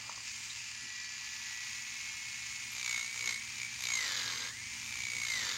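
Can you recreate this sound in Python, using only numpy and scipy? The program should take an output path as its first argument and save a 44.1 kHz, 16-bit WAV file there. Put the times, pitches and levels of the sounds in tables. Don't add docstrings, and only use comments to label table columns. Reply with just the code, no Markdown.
import sys
import numpy as np
from scipy import signal
from scipy.fft import rfft, irfft, next_fast_len
from scipy.io import wavfile
from scipy.ndimage import uniform_filter1d, map_coordinates

SR = 44100
rng = np.random.default_rng(int(sys.argv[2]) if len(sys.argv) > 2 else 0)


def bounce(signal):
    frames = np.transpose(np.atleast_2d(signal))
    limited = np.clip(frames, -1, 1)
    pcm = np.round(limited * 32767).astype(np.int16)
    wavfile.write(sys.argv[1], SR, pcm)


N = 245637

PINION_TEETH, WHEEL_TEETH = 11, 37
INERTIA_S = .098
# (start [s], rise [s], hold [s], release [s], drag [share of free speed],
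# scrape level [dB])
BIT_PRESSES = [(2.698, .158, .103, .18, .103, -35), (3.097, .185, .005, .107, .14, -34.3),
               (3.535, .075, .025, .045, .084, -41), (3.767, .305, .383, .066, .322, -34.3),
               (4.756, .242, .189, .042, .067, -38.5), (5.15, .255, .2, .1, .305, -34.8)]
# (frequency [Hz], level [dB])
STRIKE_COLOUR = [(300, -12), (1000, -12), (2500, -3), (3900, 10), (4900, 11), (6500, -3), (8000, -20),
                 (15500, -42)]
# (frequency [Hz], width [Hz], gain [dB])
SCRAPE_MODES = [(2750, 120, -11), (3100, 45, 6), (3673, 120, 6), (4010, 190, 2), (4740, 180, 0.5),
                (5980, 97, 3), (6550, 45, 12), (7320, 126, 15)]


def grinding(teeth, mesh_hz, load, drag, scraping):
    # (frequency [Hz], level [dB])
    light_colour = [(200, -14.5), (650, -9), (1000, -0.5), (1600, -1), (2300, 6.5), (3350, -2.5), (3800, 3),
                    (5600, 1), (6800, 2.5), (8000, -12.5), (9000, -17), (10300, -21), (11600, -6.5),
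                    (13000, -29), (14000, -13), (15500, -38)]
    # (frequency [Hz], level [dB])
    heavy_colour = [(150, -31), (490, -16), (708, -28), (912, 0), (1370, 2.5), (1660, 3.5), (2180, 11.5),
                    (2650, -3), (4750, 3), (5330, 1.5), (6730, -1.5), (9360, -33), (11800, -11.5),
                    (15500, -32)]
    # (time [s], half-length [s], frequency [Hz], half-width [Hz], lift [dB])
    hard_spots = [(2.72, .025, 11600, 700, 20), (3.826, .03, 11500, 670, 9), (3.95, 0.023, 6550, 300, 7),
                  (4.856, .1, 11700, 700, 9), (5.03, 0.3, 6550, 340, 2)]
    force = bite(teeth, load, rise=.22, lag=.13) * amp(.4 * wobble(70))
    cut = bite(teeth, load, rise=.13, lag=.15) ** 1.2
    fine_grit = cut * ticks(rate=12000, scatter_db=-1)
    light = flaring(frame_resonance(ring(fine_grit, light_colour)), hard_spots)
    coarse_grit = cut * ticks(rate=5600, scatter_db=1) * amp(2.9 * tone(2 * teeth / WHEEL_TEETH))
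    heavy = frame_resonance(ring(coarse_grit, heavy_colour))
    scrape = scraping * (amp(-.43) * np.sqrt(1 - load) * light + amp(-.9) * np.sqrt(load) * heavy)
    return scrape + gear_whine(teeth, mesh_hz, load, drag, scraping, force)


def pressing(wear_db_per_s=6, half_scrape_drag=.087):
    t, drag, weighted = np.arange(N) / SR, np.zeros(N), np.zeros(N)
    for start, rise, hold, release, share, db in BIT_PRESSES:
        shape = np.interp(t, start + np.cumsum([0, rise, hold, release]), [0, 1, 1, 0])
        wear_db = wear_db_per_s * np.maximum(t - start - rise, 0)
        drag += share * shape
        weighted += amp(db + .56 - wear_db) * share * shape ** 1.124
    return drag, weighted / (drag + half_scrape_drag)


def bite(teeth, load, rise, lag, light_db=25, hard_db=1.5):
    bounce_db = hard_db + (light_db - hard_db) * (1 - load) ** 2
    turn = (teeth / WHEEL_TEETH - lag) % 1
    contact = amp(bounce_db * np.interp(turn, [0, rise, rise + .14, .75, 1], [-1, 0, -.12, -.85, -1]))
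    return contact / np.sqrt(uniform_filter1d(contact ** 2, SR // 20))


def frame_resonance(x, drift=.014):
    place = np.clip(.5 + .45 * wobble(9), 0, 1)
    low, high = (resonant(x, [(hz * (1 + side * drift), width, db) for hz, width, db in SCRAPE_MODES])
                 for side in (-1, 1))
    return unit((1 - place) * low + place * high)


def gear_whine(teeth, mesh_hz, load, drag, scraping, force):
    # (multiple of the mesh rate, level [dB])
    whine_partials = [(1, -0.5), (3, -8.5), (4, -9)]
    # (multiple of the mesh rate, level [dB])
    strain_partials = [(2, -12), (3, -19), (4, -13), (5, -16)]
    # (frequency [Hz], gain [dB])
    housing = [(1500, -12.5), (2200, -0.5), (5000, -9.5), (6700, -1.5), (8000, -16), (9200, -18),
               (10300, -10), (12000, -43)]
    slip = .028 * wobble(420) + .036 * wobble(90)
    overtone = lambda k: amp(along(housing, k * mesh_hz)) * tone(k * (teeth + slip))
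    pinion_swing = 1 + .1 * tone(teeth / PINION_TEETH)
    tooth_load = force ** 1.25 * amp(1.1 * wobble(200)) * pinion_swing
    whine = whine_strength(drag, mesh_hz) * sum(amp(db) * overtone(k) for k, db in whine_partials)
    strain = sum(amp(db + 3.8 * wobble(200)) * overtone(k) for k, db in strain_partials)
    return tooth_load * (whine + scraping * np.sqrt(load) * strain)


def whine_strength(drag, mesh_hz, peak_hz=2215, half_width_hz=310, friction=.029):
    touched = np.arange(N) / SR > BIT_PRESSES[0][0]
    tooth_force = lagging(touched * (drag + friction), seconds=.018)
    return amp(-22.9) * tooth_force / (1 + ((mesh_hz - peak_hz) / half_width_hz) ** 2)


def chatter(teeth, load, scraping, size=1024):
    # (frequency [Hz], level [dB])
    growl_colour = [(60, -24), (150, -15), (240, -2.5), (370, 0.5), (520, -1.5), (700, -4), (950, 4),
                    (1300, -3), (2000, 1), (3000, 9.5), (6000, -52)]
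    # (multiple of the bit's turn rate, level [dB])
    bumps = [(6, -34), (9, -35), (11, -29.5), (13, -32), (26, -27), (29, -28)]
    turn = teeth / WHEEL_TEETH
    rim = irfft(np.exp(2j * np.pi * rng.random(size // 2 + 1)))
    stray = .013 * wobble(70)
    grit = np.interp((turn + stray) % 1, np.arange(size) / size, rim)
    growl = amp(-12 + 2.9 * wobble(25.01)) * ring(grit, growl_colour)
    growl += sum(amp(db + 2 * wobble(14)) * tone(k * turn + .08 * wobble(60)) for k, db in bumps)
    snag = amp(-130 * ((turn - .3) % 1) + 1.9 * wobble(45))
    strikes = amp(-6.5) * resonant(ring(snag * rng.standard_normal(N), STRIKE_COLOUR), SCRAPE_MODES)
    return scraping * ((load + .044) * growl + load * strikes)


def handpiece(teeth, drag):
    # (time [s], level [dB])
    presence = [(0, -2.5), (.21, -3), (.28, -0.6), (.85, -1.5), (1.5, 0.5), (2.7, 0)]
    presence_db = curve(presence)
    motor, bit = teeth / PINION_TEETH, teeth / WHEEL_TEETH
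    taken_up = lagging(drag, seconds=.057)
    whirr = amp(-36 * taken_up) * shaft_whirr(motor, bit, presence_db)
    rattle = amp(-44.5 + presence_db - 21 * taken_up) * gear_rattle(motor, bit)
    return whirr + rattle + brush_hiss() + whistles()


def shaft_whirr(motor, bit, presence_db):
    # (multiple of the motor's turn rate, level [dB])
    motor_partials = [(8, -68.5), (9, -60), (10, -60.5), (11, -57), (12, -63), (13, -66), (21, -76),
                      (22, -67), (23, -70), (33, -72), (44, -81)]
    # (multiple of the bit's turn rate, level [dB])
    wheel_partials = [(34, -62), (36, -61), (38, -63), (39, -65), (40, -64)]
    # (time [s], half-length [s], multiple of the motor's turn rate, lift [dB])
    swells = [(.33, .06, 10, 5), (.4, .3, 9, -6), (.58, .1, 22, 10), (.62, .08, 12, 5), (.95, .16, 9, 9),
              (.95, .15, 12, -12), (1.05, .25, 11, 6.5), (1.1, .2, 21, 16), (1.2, .6, 8, 9),
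              (1.25, .35, 22, 12), (1.3, .2, 13, 6), (1.6, .33, 9, 9), (1.63, .17, 11, -15),
              (1.85, .3, 12, 4), (2.3, .75, 10, 11), (2.35, .7, 33, 13)]
    lift_db = lambda order: sum(db * bell(s, half) for s, half, k, db in swells if k == order)
    flutter = .0022 * wobble(45)
    motor_tone = sum(amp(db + lift_db(k) + 1.3 * wobble(30)) * tone(k * (motor + flutter))
                     for k, db in motor_partials)
    wheel_tone = sum(amp(db + 1.6 * wobble(14)) * tone(k * bit + .038 * wobble(25))
                     for k, db in wheel_partials)
    return motor_tone + amp(4.4 * presence_db) * wheel_tone


def gear_rattle(motor, bit):
    # (frequency [Hz], level [dB])
    colour = [(200, -23), (450, -26), (650, -21.5), (900, -5), (1450, -5.5), (1950, 3.5), (2500, 5.5),
              (3400, 0), (5000, 3), (6100, 3.5), (6800, 6), (8000, -15), (10500, -21), (15500, -27)]
    # (frequency [Hz], width [Hz], gain [dB])
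    modes = [(1733, 29, -19), (2630, 55, -23), (6370, 120, -14), (7120, 43, 4.5)]
    # (time [s], half-length [s], frequency [Hz], half-width [Hz], lift [dB])
    flares = [(0.143, 0.17, 4770, 260, 7.5), (0.287, 0.028, 2430, 350, 7), (0.292, 0.038, 6200, 1100, 3.5),
              (.507, .012, 3840, 350, 13), (0.634, 0.14, 2700, 250, 5), (0.402, 0.64, 7600, 280, 9.5),
              (0.807, .13, 9500, 300, 15), (1, 0.43, 5000, 447, 1.5)]
    swing_db = .23 * tone(motor) + .47 * tone(2 * motor) + .25 * tone(bit) + .096 * tone(bit / 2)
    flicker_db = 1.6 * wobble(350)
    impacts = ticks(rate=9000, scatter_db=2) * amp(swing_db + flicker_db)
    return flaring(resonant(ring(impacts, colour), modes), flares)


def grain_strikes(t60=.0066):
    # (time [s], level [dB])
    hits = [(3.8537, -32), (3.9035, -31), (4.0271, -30), (4.0592, -29), (4.0795, -32), (4.1, -32),
            (4.121, -29), (4.1655, -30), (4.1742, -31), (4.1958, -31), (4.2785, -28), (4.3012, -31),
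            (4.3246, -32), (5.4505, -31), (5.4928, -27.5), (5.5143, -28.5)]
    t = np.arange(N) / SR
    bursts = sum(amp(db + 1 - 60 * np.abs(t - s) / t60) * (t >= s) for s, db in hits)
    return bursts * resonant(ring(rng.standard_normal(N), STRIKE_COLOUR), SCRAPE_MODES)


def knocks():
    # (time [s], level [dB])
    taps = [(.094, -30.5), (.177, -41), (.201, -48)]
    # (frequency [Hz], level [dB], t60 [s])
    modes = [(640, -13, .018), (860, -9, .02), (973, 0, .026), (1156, -2, .028), (1370, -7, .02),
             (4810, -7, .012), (6350, -2, .025)]
    out, t = np.zeros(N + SR), np.arange(SR // 5) / SR
    attack = 1 - np.exp(-t / .00035)
    for s, db in taps:
        ringing = sum(amp(level - 60 * t / t60) * np.sin(2 * np.pi * (hz * t + rng.random()))
                      for hz, level, t60 in modes)
        out[round(s * SR):][:len(t)] += amp(db - 3) * ringing * attack
    return out[:N]


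def gear_shrill(teeth, mesh_hz, drag, housing_hz=8750, half_width_hz=600):
    held = lagging(drag, INERTIA_S)
    passing = lambda k: 1 / (1 + ((k * mesh_hz - housing_hz) / half_width_hz) ** 2)
    partial = lambda k: amp(-64 + 3 * wobble(120)) * tone(k * (teeth + .04 * wobble(280)))
    return held / (held + .035) * sum(passing(k) * partial(k) for k in (4, 5))


def brush_hiss():
    # (time [s], level [dB])
    levels = [(.2, -62.5), (.3, -57.5), (.62, -59.5), (.9, -70), (1.55, -61.5), (2.1, -60), (2.7, -57)]
    # (frequency [Hz], level [dB])
    colour = [(5000, -34), (7500, 8), (8600, 10), (9700, 0.5), (10800, -13.5), (12200, -7), (13200, -4),
              (14600, -20), (15800, 1.5)]
    return amp(curve(levels) + 1.5 * wobble(25)) * ring(rng.standard_normal(N), colour)


def whistles(start_s=1.1, settle_s=.4, width_hz=400):
    # (final frequency [Hz], rise [Hz], level [dB])
    bands = [(9820, 790, -70), (12380, 700, -72.5), (14850, 1000, -76)]
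    age = np.maximum(np.arange(N) / SR - start_s, 0)
    glide, out = np.exp(-age / settle_s), np.zeros(N)
    for hz, rise_hz, db in bands:
        cycles = np.cumsum(hz - rise_hz * glide) / SR
        out += amp(db) * unit(wobble(width_hz) * tone(cycles) + wobble(width_hz) * tone(cycles + 1 / 4))
    return out * (1 - np.exp(-age / .08)) * amp(-2.5 * age)


def rubs():
    # (time [s], half-length [s], frequency [Hz], half-width [Hz], level [dB])
    slides = [(.09, .14, 1050, 450, -60), (.86, .04, 280, 160, -67), (3.26, .08, 420, 120, -62),
              (5.16, .04, 420, 150, -65)]
    return sum(amp(db) * bell(s, half) * unit(band(rng.standard_normal(N), hz, width))
               for s, half, hz, width, db in slides)


def walls(x, t60, wet_db):
    t = np.arange(SR // 3) / SR
    tail = rng.standard_normal(len(t)) * amp(-60 * t / t60) * (t > .002)
    return x + amp(wet_db) * signal.fftconvolve(x, tail / np.linalg.norm(tail))[:N]


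def room_tone():
    # (frequency [Hz], level [dB])
    hum_partials = [(72, -75.5), (119.3, -68.5), (230, -74.5)]
    # (frequency [Hz], level [dB])
    colour = [(13, -61), (22, -18), (60, -4.5), (91, -3), (119, -1), (146, -9.5), (228, -6.5), (396, -17),
              (600, -29), (780, -24), (1320, -120)]
    t = np.arange(N) / SR
    hum = sum(amp(db + .091 * wobble(13)) * tone(hz * t + .2 * wobble(14)) for hz, db in hum_partials)
    rumble = amp(-67) * ring(rng.standard_normal(N), colour)
    swell_db = curve([(0, 1.5), (1, -2), (5.57, 6)])
    return amp(swell_db) * (hum + rumble)


def amp(db):
    return 10 ** (np.asarray(db) / 20)


def unit(x):
    return x / np.sqrt(np.mean(x ** 2) + 1e-20)


def along(points, hz):
    f, v = np.transpose(points)
    return np.interp(np.log(hz + 1), np.log(f + 1), v)


def curve(points):
    return np.interp(np.arange(N) / SR, *np.transpose(points))


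def bell(centre_s, half_s):
    return np.exp(-((np.arange(N) / SR - centre_s) / half_s) ** 2)


def wobble(rate):
    at = np.arange(0, N * rate / SR + 1, 1 / 4)
    knots = rng.standard_normal(int(at[-1]) + 4)
    return np.interp(np.arange(N) * rate / SR, at, map_coordinates(knots, [at]))


def lagging(x, seconds):
    keep = np.exp(-1 / (seconds * SR))
    return signal.lfilter([1 - keep], [1, -keep], x)


def tone(cycles):
    return np.sqrt(2) * np.sin((2 * np.pi * (cycles % 1)).astype(np.float32))


def ticks(rate, scatter_db):
    chance, size = rng.random(N), rng.standard_normal(N)
    return unit((chance < rate / SR) * amp(scatter_db * size) * rng.choice([-1, 1], N))


def filtered(x, response):
    size = next_fast_len(N + SR // 2)
    return irfft(rfft(x, size) * response(np.fft.rfftfreq(size, 1 / SR)), size)[..., :N]


def band(x, hz, half_width_hz):
    return filtered(x, lambda f: np.exp(-((f - hz) / half_width_hz) ** 2))


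def flaring(x, flares):
    return x + sum((amp(db * bell(s, half)) - 1) * band(x, hz, width) for s, half, hz, width, db in flares)


def ring(x, colour, size=8192):
    cepstrum = irfft(np.log(amp(along(colour, np.fft.rfftfreq(size, 1 / SR)))))
    cepstrum[1:size // 2] *= 2
    cepstrum[size // 2 + 1:] = 0
    return unit(signal.oaconvolve(x, irfft(np.exp(rfft(cepstrum))))[:N])


def resonant(x, modes, size=4096):
    f = np.fft.rfftfreq(size, 1 / SR)
    peaks = sum(amp(db) * 1j * f * width / (hz * hz - f * f + 1j * f * width) for hz, width, db in modes)
    return unit(signal.oaconvolve(x, irfft(1 + peaks))[:N])


def scene():
    # (time [s], mesh rate [Hz])
    free_speed = [(0, 2392), (.15, 2390), (.3, 2365), (.8, 2378), (1.35, 2380), (2.5, 2402)]
    # (time [s], half-length [s], extra drag [share of free speed])
    catches = [(4.1, .035, .055), (4.312, .022, .11), (5.455, .025, .05)]
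    # (time [s], half-length [s], scrape change [dB])
    patches = [(2.82, .05, -3), (2.9, .025, 2.5), (2.99, .025, 2), (3.21, .04, -3.5), (3.29, .025, 2),
               (3.84, .035, 1.5), (3.95, .03, 2), (5.15, .03, 2)]
    drag, contact = pressing()
    caught = sum(extra * bell(s, half) for s, half, extra in catches)
    speed = 1 - lagging(drag + caught, INERTIA_S)
    mesh_hz = curve(free_speed) * speed
    scraping = contact * speed ** 1.12 * amp(sum(db * bell(s, half) for s, half, db in patches))
    teeth = np.cumsum(mesh_hz) / SR
    load = np.clip((2300 - mesh_hz) / 550, 0, 1)
    tool = handpiece(teeth, drag) + grinding(teeth, mesh_hz, load, drag, scraping)
    tool += chatter(teeth, load, scraping) + gear_shrill(teeth, mesh_hz, drag)
    near = tool + grain_strikes() + knocks() + rubs()
    return (walls(near, t60=.21, wet_db=-11.5) + room_tone())[None]


def record(dry):
    return filtered(dry, lambda hz: hz < 15800)


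dry = scene()
out = record(dry)
bounce(out)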